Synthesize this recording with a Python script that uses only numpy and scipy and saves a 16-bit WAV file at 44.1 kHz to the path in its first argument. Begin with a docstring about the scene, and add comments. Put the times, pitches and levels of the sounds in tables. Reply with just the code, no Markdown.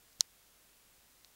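"""A small plastic device is held near a microphone, above a wooden table. First its case ticks faintly.
Then a soft nudge and a brief rub lead into one sharp click: the shell snaps and rings for a few
milliseconds, with a very faint echo. About a second later the case ticks again.
All along there is steady microphone hiss, a trace of mains hum and a thin high whine."""
import sys
import numpy as np
from scipy import signal
from scipy.fft import rfft, irfft
from scipy.io import wavfile

SR = 44100
rng = np.random.default_rng(int(sys.argv[2]) if len(sys.argv) > 2 else 0)


def int16_out(signal):
    """Quantize to a 16-bit WAV file."""
    q = np.round(np.clip(np.atleast_2d(signal).T, -1, 1) * 32767)
    wavfile.write(sys.argv[1], SR, q.astype(np.int16))


N = 59535
CLICK_S = .20757

# The plastic shell's natural tones (pitch [Hz], relative level [dB], time to fade by 60 dB [s])
SHELL_TONES = [(603, -35.5, 0.008), (940, -41.5, 0.016), (1230, -42.5, 0.014), (2390, -31, 0.0023),
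               (2910, -30.5, 0.0074), (4094, -9.5, 0.0048), (4800, -17.5, 0.0065), (5230, -10, 0.0055),
               (5800, 1.04, .0017), (7100, -3, 0.0014), (9200, -34.5, 0.0051), (10165, -16.5, 0.0026),
               (12200, -19, .0014), (13600, -32, 0.0045)]
def click():
    """The snap makes the shell ring; nearby surfaces send back a faint, short echo."""
    snap = gain(0.04) * ring(CLICK_S, SHELL_TONES)
    echo = gain(-54) * fade(since(CLICK_S), fade_s=.085) * band_noise(low_hz=1400, high_hz=7500)
    return snap + echo


def press():
    """A soft, low nudge, then plastic rubs on plastic until it snaps."""
    start_s, nudge_hz, nudge_db, fade_s = .1968, 160, -41.5, 0.0085
    nudge = ring(start_s, [(nudge_hz, nudge_db, fade_s)])
    sliding = (since(start_s) > 0) & (since(CLICK_S) == 0)
    rub = gain(-59) * sliding * band_noise(low_hz=3500, high_hz=8000)
    return nudge + rub


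# The tones in a tick (base pitch [Hz], relative level [dB], time to fade by 60 dB [s])
TICK_TONES = [(2000, -12, .0025), (4200, -4, 0.0034), (6400, -3.5, 0.0014)]
# Light ticks of the case (time [s], level [dB], pitch multiplier [x])
CASE_TICKS = [(.12955, -47, 1.15), (1.2470, -35.5, 0.96)]
def ticks():
    """The case ticks lightly in the hand, ringing briefly each time."""
    return sum(gain(db) * ring(start, TICK_TONES, pitch) for start, db, pitch in CASE_TICKS)


# How strong the hiss is from bass to treble (frequency [Hz], relative level [dB])
HISS_SHAPE = [(20, 7), (100, 5), (300, 3), (1000, 1), (4000, 0), (15500, -1.3)]
def hiss():
    """The microphone hisses steadily, a little stronger in the bass."""
    hz, db = np.array(HISS_SHAPE).T
    top_hz = 15800
    return gain(-65.5) * noise(lambda f: gain(np.interp(np.log(f), np.log(hz), db)) * (f < top_hz))


def hum_and_whine(hum_hz=49, whine_hz=15626):
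    """Mains power hums faintly under a thin electrical whine."""
    angle_per_hz = 2 * np.pi * since(0)
    hum = gain(-82) * np.sin(hum_hz * angle_per_hz)
    whine = gain(-84) * np.sin(whine_hz * angle_per_hz)
    return np.sqrt(2) * (hum + whine)


def gain(db):
    """Turn decibels into a number to multiply a sound by."""
    return 10 ** (np.asarray(db) / 20)


def since(start):
    """Seconds gone by since the start, zero before it."""
    return np.maximum(np.arange(N) / SR - start, 0)


def fade(age, fade_s):
    """Silent until the start, then dying away by 60 dB every fade_s seconds."""
    return (age > 0) * np.exp(-np.log(1000) * age / fade_s)


def ring(start, tones, pitch=1):
    """Fading tones after one knock; neighbouring tones swing opposite ways."""
    age = since(np.round(start * SR) / SR)
    return sum((-1) ** k * gain(db) * fade(age, fade_s) * np.sin(2 * np.pi * hz * pitch * age)
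               for k, (hz, db, fade_s) in enumerate(tones))


def noise(gain_at):
    """Noise of overall strength 1; gain_at sets each frequency's share."""
    hz = np.maximum(np.fft.rfftfreq(N, 1 / SR), 1)
    shaped = irfft(rfft(rng.standard_normal(N)) * gain_at(hz), N)
    return shaped / shaped.std()


def band_noise(low_hz, high_hz):
    """Noise that drops off gently below low_hz and steeply above high_hz."""
    return noise(lambda f: 1 / np.sqrt((1 + (low_hz / f) ** 4) * (1 + (f / high_hz) ** 16)))


def scene():
    """All the sounds add up at one microphone."""
    return (click() + press() + ticks() + hiss() + hum_and_whine())[None]


def record(dry):
    """The recorder cuts off the very highest treble."""
    top_hz = 16400
    return signal.sosfilt(signal.ellip(8, .1, 70, top_hz, fs=SR, output="sos"), dry)


dry = scene()
out = record(dry)
int16_out(out)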